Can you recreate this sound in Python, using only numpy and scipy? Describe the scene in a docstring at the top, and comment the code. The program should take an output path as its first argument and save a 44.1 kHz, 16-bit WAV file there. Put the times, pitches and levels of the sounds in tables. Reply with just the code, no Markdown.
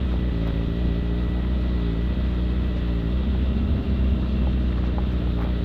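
"""A gravel road: a four-cylinder motorcycle rolls near idle, heard close by a helmet camera in a closed housing.
Each firing is an impulse that booms in the silencer and a blunt dip in pressure; a weak cylinder often misses.
Tyres and gear train rush as shaped noise over low road rumble; a pump and the gear mesh whine as tones.
Stones ring the fairing as decaying modes, grit ticks on the housing, and loose gravel sprays swell the rush."""
import sys
import numpy as np
from scipy import signal
from scipy.fft import rfft, irfft, next_fast_len
from scipy.io import wavfile
from scipy.ndimage import uniform_filter1d

SR = 44100
rng = np.random.default_rng(int(sys.argv[2]) if len(sys.argv) > 2 else 0)


def wrap_up_sound(samples):
    """Save the sound to the file named by the first command line argument, as 16-bit audio."""
    columns = np.atleast_2d(samples).T
    # keep every value between -1 and 1, then stretch to whole-number steps
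    tamed = np.clip(columns, -1, 1)
    steps = np.round(tamed * 32767).astype(np.int16)
    wavfile.write(sys.argv[1], SR, steps)


N = 248724
T = np.arange(N) / SR

# Low road noise through the frame: (centre [Hz], width [Hz], level at the usual idle before the bumps [dB])
RUMBLE_BANDS = [(9, 22, -52), (42, 11, -51.5), (80, 36, -38), (155, 60, -51), (238, 80, -42.5)]
# Rush of tyres on gravel and gear train through the housing, before swells and trim:
# (frequency [Hz], level [dB per Hz])
RUSH_SPECTRUM = [(450, -68.5), (600, -69), (740, -79.5), (1130, -80.5), (1330, -78.5), (1500, -83),
                 (1900, -83.5), (2200, -86.5), (2700, -82), (3700, -80), (4200, -87.5), (5100, -100),
                 (6500, -108), (7600, -110), (9000, -115), (11500, -115), (14000, -108), (15100, -112)]
# Panels that ring along with the rush: (centre [Hz], width [Hz], level before flicker [dB])
PANEL_BANDS = [(1300, 160, -62), (3240, 190, -62), (7370, 150, -88.5), (8800, 80, -100)]
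# Sprays of loose gravel, lifts before graininess: (time of peak [s], crunch [dB], treble [dB], topmost fizz [dB])
GRAVEL_SPRAYS = [(.12, 3.5, 3, 2), (.47, 3.5, 2, 1), (2.7, 0, 1, 0), (2.775, 2, 8, 0), (2.87, 2, 2, 0),
                 (3.772, 3, 0, 0), (4.1, 0, 1, 3), (4.781, 2.5, 3, 0), (4.858, 2.5, 8, 1), (5.12, 0, 2, 3),
                 (5.395, 2, 2.5, 2), (5.425, 4.5, 5, 6)]
# Pump whine, which drops out for a while: (time [s], level before flutter [dB])
PUMP_LEVEL = [(0, -63), (.2, -55), (2.5, -56), (3.3, -58), (3.8, -71.5), (5.3, -80.5), (5.5, -57),
              (5.64, -58)]
# Gear mesh, which climbs and then sinks a little: (time [s], pitch [Hz], level before flutter [dB])
GEAR_MESH = [(0, 2524, -59), (2.2, 2540, -61), (2.6, 2585, -57), (3.0, 2700, -60), (3.4, 2715, -56),
             (3.8, 2750, -54), (4.1, 2750, -53.5), (4.4, 2720, -55), (4.75, 2740, -54.5), (5.1, 2710, -61),
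             (5.64, 2700, -68)]
# Grit ticking on the housing: (time [s], impulse level before the ringing and its gain [dB])
GRIT_TICKS = [(.4714, -42), (0.4762, -33), (2.8395, -56), (4.727, -62), (4.78, -58), (4.845, -59),
              (5.087, -56)]
# Stones on the fairing: (time [s], peak level before the housing dulls it [dB], brightness [dB per mode])
STONE_KNOCKS = [(0.128, -37, 0), (0.1395, -24, -10), (0.159, -32, 0), (0.469, -30, -2), (0.478, -29, 0),
                (0.484, -33, 4), (1.448, -31, 4), (3.233, -34, 1), (3.349, -27.5, -2.5), (3.55, -35, -1),
                (4.4705, -22, -7), (4.727, -36, 14), (4.759, -37, -2), (4.774, -33, 4), (4.781, -29.5, 3.5),
                (4.83, -34, 2), (4.8395, -27, 0), (4.856, -34, 6), (4.887, -38, -11), (4.9828, -19, -2),
                (5.273, -28, -7), (5.384, -33, -5), (5.39, -29.5, 1), (5.403, -31, 3), (5.4105, -28, -1),
                (5.4165, -33, 0), (5.421, -31, 2), (5.432, -30, 2), (5.4485, -24, -11), (5.465, -29, -3),
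                (5.473, -34, 3), (5.488, -35, -1), (5.498, -33, -7)]
# Modes of the fairing: (frequency [Hz], level [dB], longest 60 dB decay [s])
FAIRING_MODES = [(580, -13, .025), (680, -12, .02), (820, 0, .027), (1000, -4, .025), (1155, -4, .024),
                 (1350, -12, .025), (1780, -13, .018)]
# Firing rate, hunting up and down: (time [s], rate [firings per second])
FIRING_RATE = [(0.0, 61.5), (0.04, 64.2), (0.16, 58.8), (0.24, 61.0), (0.4, 55.5), (0.48, 56.8),
               (0.52, 54.8), (0.64, 57.0), (0.72, 56.1), (0.84, 61.1), (0.92, 55.2), (1.0, 59.1),
               (1.12, 57.6), (1.2, 59.9), (1.28, 58.8), (1.56, 62.0), (1.6, 60.1), (1.72, 61.4),
               (1.8, 58.3), (1.96, 55.2), (2.04, 60.6), (2.24, 62.3), (2.28, 60.7), (2.44, 60.0),
               (2.56, 60.9), (2.68, 61.4), (2.8, 58.7), (2.88, 59.4), (3.04, 55.7), (3.08, 56.4),
               (3.12, 62.5), (3.24, 62.1), (3.28, 65.4), (3.4, 61.1), (3.44, 64.6), (3.52, 63.7),
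               (3.6, 65.6), (3.8, 66.9), (4.04, 62.8), (4.12, 66.3), (4.16, 61.8), (4.32, 63.6),
               (4.56, 62.7), (4.76, 60.2), (4.88, 61.0), (4.92, 59.5), (5.04, 62.3), (5.2, 59.2),
               (5.28, 59.7), (5.44, 57.8), (5.48, 61.5), (5.64, 56.6)]
# Sharp dip of each cylinder, the weak one first: (level [dB])
DIP_PATTERN = [-3, -1.5, -0.6, -1.5]
# Push into the silencer of each cylinder, the weak one first: (level [dB])
PUSH_PATTERN = [-.5, .3, -.5, 1]
# Gulp, a blunter dip, stronger once a crank turn: (level [dB])
GULP_PATTERN = [-6.5, -4]
# Misses and weak firings, mostly of the weak cylinder: (time [s], change in the dips [dB], change in the push [dB])
MISFIRES = [(0.044, -10.0, -8.0), (0.174, -4.0, -17.5), (0.308, -14.5, -14.0), (0.36, -1.0, -8.0),
            (0.52, -12.0, -14.5), (0.663, -13.0, -18.0), (0.716, -1.0, -11.5), (0.734, -4.0, -9.0),
            (0.869, -2.0, -8.5), (1.009, -14.0, -16.0), (1.281, -13.0, -16.0), (1.416, -12.5, -9.0),
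            (1.547, -13.0, -2.0), (1.678, -7.5, 0.0), (2.088, -9.0, -5.5), (2.137, -4.5, -8.5),
            (2.154, -6.5, -5.0), (2.218, -10.5, -3.5), (2.283, -7.0, -6.0), (2.349, -8.0, 0.0),
            (2.614, -8.5, -11.0), (2.679, -10.5, -8.5), (2.728, -4.5, -10.0), (2.778, -6.0, -10.0),
            (2.812, -9.0, -4.5), (3.001, -1.0, -8.0), (3.019, -4.0, -12.0), (3.219, -5.0, -18.0),
            (3.472, -9.5, -2.5), (3.534, -7.0, -11.0), (3.596, -6.5, 0.0), (3.657, -10.5, -4.5),
            (3.717, -9.0, -6.0), (3.837, -7.5, -12.0), (3.945, -2.5, -12.0), (4.147, -4.0, -10.5),
            (4.196, -2.0, -11.0), (4.275, -6.0, -11.0), (4.449, -5.0, -11.0), (4.528, -7.5, -6.0),
            (4.592, -7.0, -4.0), (4.657, -6.5, 0.0), (4.789, -8.5, -9.5), (4.921, -10.0, -17.0),
            (5.052, -11.0, -7.0), (5.101, -5.5, -16.5), (5.183, -3.0, -16.5), (5.318, -9.5, -9.0),
            (5.455, -10.5, -4.5), (5.588, -8.0, -9.0)]
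# Firings that bang: (time [s], lift [dB])
LOUD_FIRINGS = [(.19, 1), (.852, 4), (.886, 3), (3.765, 1.5), (3.898, 3), (4.09, 1), (4.417, 2.5)]
# Pipe resonance added to the dips: (centre [Hz], width [Hz], gain over the bare dip [dB])
PIPE_RESONANCE = [(200, 9.7, -8.5)]
# Header resonances: (centre [Hz], width [Hz], level relative to the header's [dB])
HEADER_RESONANCES = [(368, 26, -27), (398, 40, -18), (600, 120, -27), (500, 50, -31)]

# Road and gravel
RUMBLE_DB_PER_HZ = 1.45
CRUNCH_DB = 3  # standing lift of the crunch bands
SPRAY_RISE_S, SPRAY_FALL_S = 0.024, 0.056
GRAIN_HZ, GRAIN_SHARE = 260, .5  # the sprays crackle this often, by this share of their swell
# Pump, with a breathy band beside its tone
PUMP_HZ = 1962
BREATH_HZ, BREATH_WIDTH_HZ = 1905, 76.5
BREATH_DB, BREATH_REST_DB = -9, -64.5  # over the whine; what stays when the whine drops out
# Light stones at random moments
PEBBLES, PEBBLE_DB, PEBBLE_SPREAD_DB = 9, -42, 2.5
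# Engine: places in firing intervals, widths at half height, resonances
DIP_AT, GULP_AT, PUSH_AT = .94, .56, 1.36
DIP_MS, GULP_MS = 1.85, 2.1
SILENCER_HZ, SILENCER_WIDTH_HZ = 70, 30
FRAME_HZ, FRAME_WIDTH_HZ = 222, 36
VALVES_ORDER = 10  # cycles per firing
# Engine levels at the usual idle, and their change per extra firing a second
IDLE_HZ = 60
BOOM_DB, BOOM_DB_PER_HZ = -24.5, -.3
DIPS_DB, DIPS_DB_PER_HZ = -27.5, -.45
JUDDER_DB, JUDDER_DB_PER_HZ = -38.5, 1.0
HEADER_DB, HEADER_DB_PER_HZ = -26, -0.1
VALVES_DB, VALVES_DB_PER_HZ = -48.5, -.9
# Scatter of the firings: even at idle, rougher once the engine pulls faster
SCATTER_DB, ROUGH_FROM_HZ, ROUGH_DB_PER_HZ = 1.1, 61.5, .45
WEAK_UNDER_DB = -6.2  # a change in the dips below this belongs to the weak cylinder
TOP_HZ = 15290  # the camera's upper limit


def undb(db):
    """Turn decibels into an amplitude factor."""
    return 10 ** (np.asarray(db) / 20)


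def unit(x):
    """Scale to an RMS of 1."""
    return x / np.sqrt(np.mean(x ** 2))


def ring(x, hz, width):
    """Two-pole resonance, gain 1 at the centre."""
    return signal.lfilter(*signal.iirpeak(hz, hz / width, fs=SR), x)


def ring_twice(x, hz, width):
    """The same resonance passed twice, for steeper skirts."""
    return ring(ring(x, hz, width), hz, width)


def noise_band(hz, width):
    """White noise through a doubled resonance, at RMS 1."""
    return unit(ring_twice(rng.standard_normal(N), hz, width))


def clicks(s, size):
    """Impulses at times s, each shared between two samples."""
    out = np.zeros(N + 2)
    at = np.clip(np.asarray(s) * SR, 0, N)
    np.add.at(out, at.astype(int), size * (1 - at % 1))
    np.add.at(out, at.astype(int) + 1, size * (at % 1))
    return out[:N]


def blunt(x, ms):
    """Spread each impulse into a bell, ms wide at half height, centred on it."""
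    t_ms = np.arange(-400, 401) / SR * 1000
    return signal.fftconvolve(x, .5 ** ((2 * t_ms / ms) ** 2), "same")


def walk(rate):
    """Random levels held 1 / rate s and slewed twice; spread near 1."""
    hold = int(SR / rate)
    steps = np.repeat(rng.standard_normal(N // hold + 1), hold)
    return 1.2 * uniform_filter1d(uniform_filter1d(steps, hold), hold)[:N]


def rumble(rate_hz):
    """Low road noise in bands that comes and goes with the bumps and grows when the engine pulls."""
    pull_hz = uniform_filter1d(rate_hz, size=SR // 4) - IDLE_HZ
    bumps_db = 1.6 * walk(9.4) + RUMBLE_DB_PER_HZ * pull_hz
    return undb(bumps_db) * sum(undb(db) * noise_band(hz, width) for hz, width, db in RUMBLE_BANDS)


def sprays():
    """Rise and fall in dB of the crunch, its treble and its fizz around each spray of gravel."""
    swell = [np.interp(T, [s - SPRAY_RISE_S, s, s + SPRAY_FALL_S], [0, 1, 0]) for s, *_ in GRAVEL_SPRAYS]
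    smooth_db = np.transpose(GRAVEL_SPRAYS)[1:] @ np.array(swell)
    return smooth_db * (1 + GRAIN_SHARE * walk(GRAIN_HZ))


def rush(turns):
    """Half-octave noise bands flicker alone, swell with the gravel and throb a little with the firings."""
    hz_points, db_points = np.transpose(RUSH_SPECTRUM)
    crunch_db, treble_db, fizz_db = sprays()
    white = rfft(rng.standard_normal(next_fast_len(N)))
    f = np.arange(1, len(white) + 1) * SR / 2 / len(white)
    shape = undb(np.interp(np.log(f), np.log(hz_points), db_points))
    shape *= np.clip(f / hz_points[0], 0, 1) ** 2  # little of it below the lowest point
    out = np.zeros(N)
    for octave in np.arange(7, 14.5, .5):  # log2 of the band's centre in Hz
        window = np.clip(1 - 2 * np.abs(np.log2(f) - octave), 0, 1)
        band = irfft(white * shape * window)[:N]
        swell_db = (CRUNCH_DB + crunch_db) * (9 < octave < 11.2)
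        swell_db = swell_db + treble_db * (12 < octave < 12.7) + fizz_db * (octave > 13.2)
        throb_db = 1.2 * np.cos(2 * np.pi * (turns - DIP_AT)) * (octave < 12)
        flicker_db = 0.46 * walk(10) + 1.3 * walk(35)
        out += band * undb(swell_db + throb_db + flicker_db)
    return out * np.sqrt(SR / 2) * undb(-0.48)  # dB per Hz to full band, and a trim


def panels():
    """Panels ring as noise bands, each with its own slow flicker."""
    return sum(undb(db + 2 * walk(5.5)) * noise_band(hz, width) for hz, width, db in PANEL_BANDS)


def gears():
    """The gear mesh is a sine that glides in pitch, blurred by fast random amplitude."""
    s, hz, db = np.transpose(GEAR_MESH)
    cycles = np.cumsum(np.interp(T, s, hz)) / SR
    return undb(np.interp(T, s, db)) * (0.71 + walk(190)) * np.sin(2 * np.pi * cycles)


def pump():
    """The pump's thin tone, nearly steady in pitch, with a breathy noise band beside it."""
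    level_db = np.interp(T, *np.transpose(PUMP_LEVEL))
    cycles = np.cumsum(PUMP_HZ + 2.5 * walk(3.8)) / SR
    tone = np.sqrt(2) * undb(level_db + 0.86 * walk(15)) * np.sin(2 * np.pi * cycles)
    breath_level = undb(level_db + BREATH_DB) + undb(BREATH_REST_DB)
    return tone + breath_level * noise_band(BREATH_HZ, BREATH_WIDTH_HZ)


def ticks():
    """Each grain of grit is one impulse that rings briefly in two broad treble bands."""
    s, db = np.transpose(GRIT_TICKS)
    grains = clicks(s, undb(db))
    return 3 * ring_twice(grains, 5200, 2000) + 2.5 * ring_twice(grains, 13300, 4000)


def knocks():
    """Each stone rings the fairing's modes a little differently; a brighter one wakes the higher modes more."""
    out, t = np.zeros(N), np.arange(2600) / SR
    pebbles = [(rng.uniform() * T[-1], PEBBLE_DB + PEBBLE_SPREAD_DB * rng.standard_normal(), 0)
               for _ in range(PEBBLES)]
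    for s, db, bright_db in STONE_KNOCKS + pebbles:
        lasting = np.clip(1 + (db + 20) / 25, .45, 1)  # lighter stones sound drier
        body = np.zeros(len(t))
        for m, (hz, mode_db, t60) in enumerate(FAIRING_MODES):
            level = undb(mode_db + m * bright_db + 0.78 * rng.standard_normal())
            detune = 1 + .025 * rng.standard_normal()
            body += level * np.sin(2 * np.pi * hz * detune * t) * 1000 ** (-t / t60 / lasting)
        body *= np.clip(t / .0012, 0, 1)  # the contact lasts about a millisecond
        i = int(s * SR)
        out[i:i + len(t)] += (undb(db) * body / np.abs(body).max())[:N - i]
    # the housing dulls them
    return signal.sosfilt(signal.butter(6, 3500, fs=SR, output="sos"), out)


def valve_gear(turns, fast_hz):
    """The valve gear hums as a sine locked to the firings, with a wandering level."""
    level_db = VALVES_DB + VALVES_DB_PER_HZ * fast_hz + 2.5 * walk(9)
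    return undb(level_db) * np.sin(2 * np.pi * VALVES_ORDER * turns)


def firings(turns, rate_hz):
    """Plan every firing, its bangs and misses; uneven burning scatters size and timing of its impulses."""
    k = np.arange(-1, int(turns[-1]) + 1)
    fired = np.interp(k + DIP_AT, turns, T)
    scatter = SCATTER_DB + ROUGH_DB_PER_HZ * np.maximum(np.interp(fired, T, rate_hz) - ROUGH_FROM_HZ, 0)
    middle = np.interp(k + (DIP_AT + GULP_AT) / 2, turns, T)
    dips_db, push_db, cylinder = np.zeros(len(k)), np.zeros(len(k)), k.copy()
    for s, db in LOUD_FIRINGS:
        i = np.abs(middle - s).argmin()
        dips_db[i] = push_db[i] = db
    for s, dip_change_db, push_change_db in MISFIRES:
        i = np.abs(middle - s).argmin()
        dips_db[i], push_db[i] = dip_change_db, push_change_db
        if dip_change_db < WEAK_UNDER_DB:
            cylinder[i:] = k[i:] - k[i]  # the firing order counts on from the weak cylinder

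    def train(place, pattern_db, share, jitter_ms, odd_db=dips_db):
        """One impulse per firing, at its place in the cycle; the jitter grows with scatter squared."""
        timing, size = np.sqrt(3) * rng.uniform(-1, 1, (2, len(k)))
        when = np.interp(k + place, turns, T, right=9) + scatter ** 2 * jitter_ms / 1000 * timing
        cylinder_db = np.take(pattern_db, cylinder, mode="wrap")
        return clicks(when, undb(cylinder_db + odd_db + share * scatter * size))

    return train, push_db


def silencer_boom(train, push_db):
    """Each push of exhaust rings the silencer."""
    return unit(ring_twice(train(PUSH_AT, PUSH_PATTERN, .6, .2, push_db), SILENCER_HZ, SILENCER_WIDTH_HZ))


def pressure_dips(train):
    """Each firing leaves a sharp dip and a blunter gulp, coloured by the pipe's resonance."""
    dip = blunt(train(DIP_AT, DIP_PATTERN, .8, .06), DIP_MS)
    gulp = blunt(train(GULP_AT, GULP_PATTERN, .8, .08), GULP_MS)
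    dips = uniform_filter1d(dip + gulp, 1500) - dip - gulp  # suction around a resting pressure of zero
    return unit(dips + sum(undb(db) * ring(dips, hz, width) for hz, width, db in PIPE_RESONANCE))


def frame_judder(train):
    """The frame rings when it is shaken once a crank turn, every second firing."""
    return unit(ring_twice(train(GULP_AT, [-60, 0], .6, .05), FRAME_HZ, FRAME_WIDTH_HZ))


def header_ring(train):
    """The valve's snap at each firing rings the header's resonances."""
    snap = -train(DIP_AT, DIP_PATTERN, .5, .04)
    return sum(undb(db) * unit(ring_twice(snap, hz, width)) for hz, width, db in HEADER_RESONANCES)


def engine(turns, rate_hz):
    """Boom, dips, judder, header and valve gear share the firings; each level follows the firing rate."""
    train, push_db = firings(turns, rate_hz)
    fast_hz = rate_hz - IDLE_HZ
    out = valve_gear(turns, fast_hz)
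    out += undb(BOOM_DB + BOOM_DB_PER_HZ * fast_hz) * silencer_boom(train, push_db)
    out += undb(DIPS_DB + DIPS_DB_PER_HZ * fast_hz) * pressure_dips(train)
    out += undb(JUDDER_DB + JUDDER_DB_PER_HZ * fast_hz) * frame_judder(train)
    out += undb(HEADER_DB + HEADER_DB_PER_HZ * fast_hz) * header_ring(train)
    return out


def scene():
    """Road and gravel behind, then the whines, grit and stones, and the engine in front."""
    rate_hz = np.interp(T, *np.transpose(FIRING_RATE))
    turns = np.cumsum(rate_hz) / SR  # firings counted
    road = rumble(rate_hz) + rush(turns) + panels()
    whines = gears() + pump()
    strikes = ticks() + knocks()
    return (road + whines + strikes + engine(turns, rate_hz))[None]


def record(dry):
    """The sound comes in over a few milliseconds; the camera cuts the top."""
    faded = dry * np.clip(T / .003, 0, 1)
    return signal.sosfilt(signal.ellip(10, .2, 70, TOP_HZ, fs=SR, output="sos"), faded)


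dry = scene()
out = record(dry)
wrap_up_sound(out)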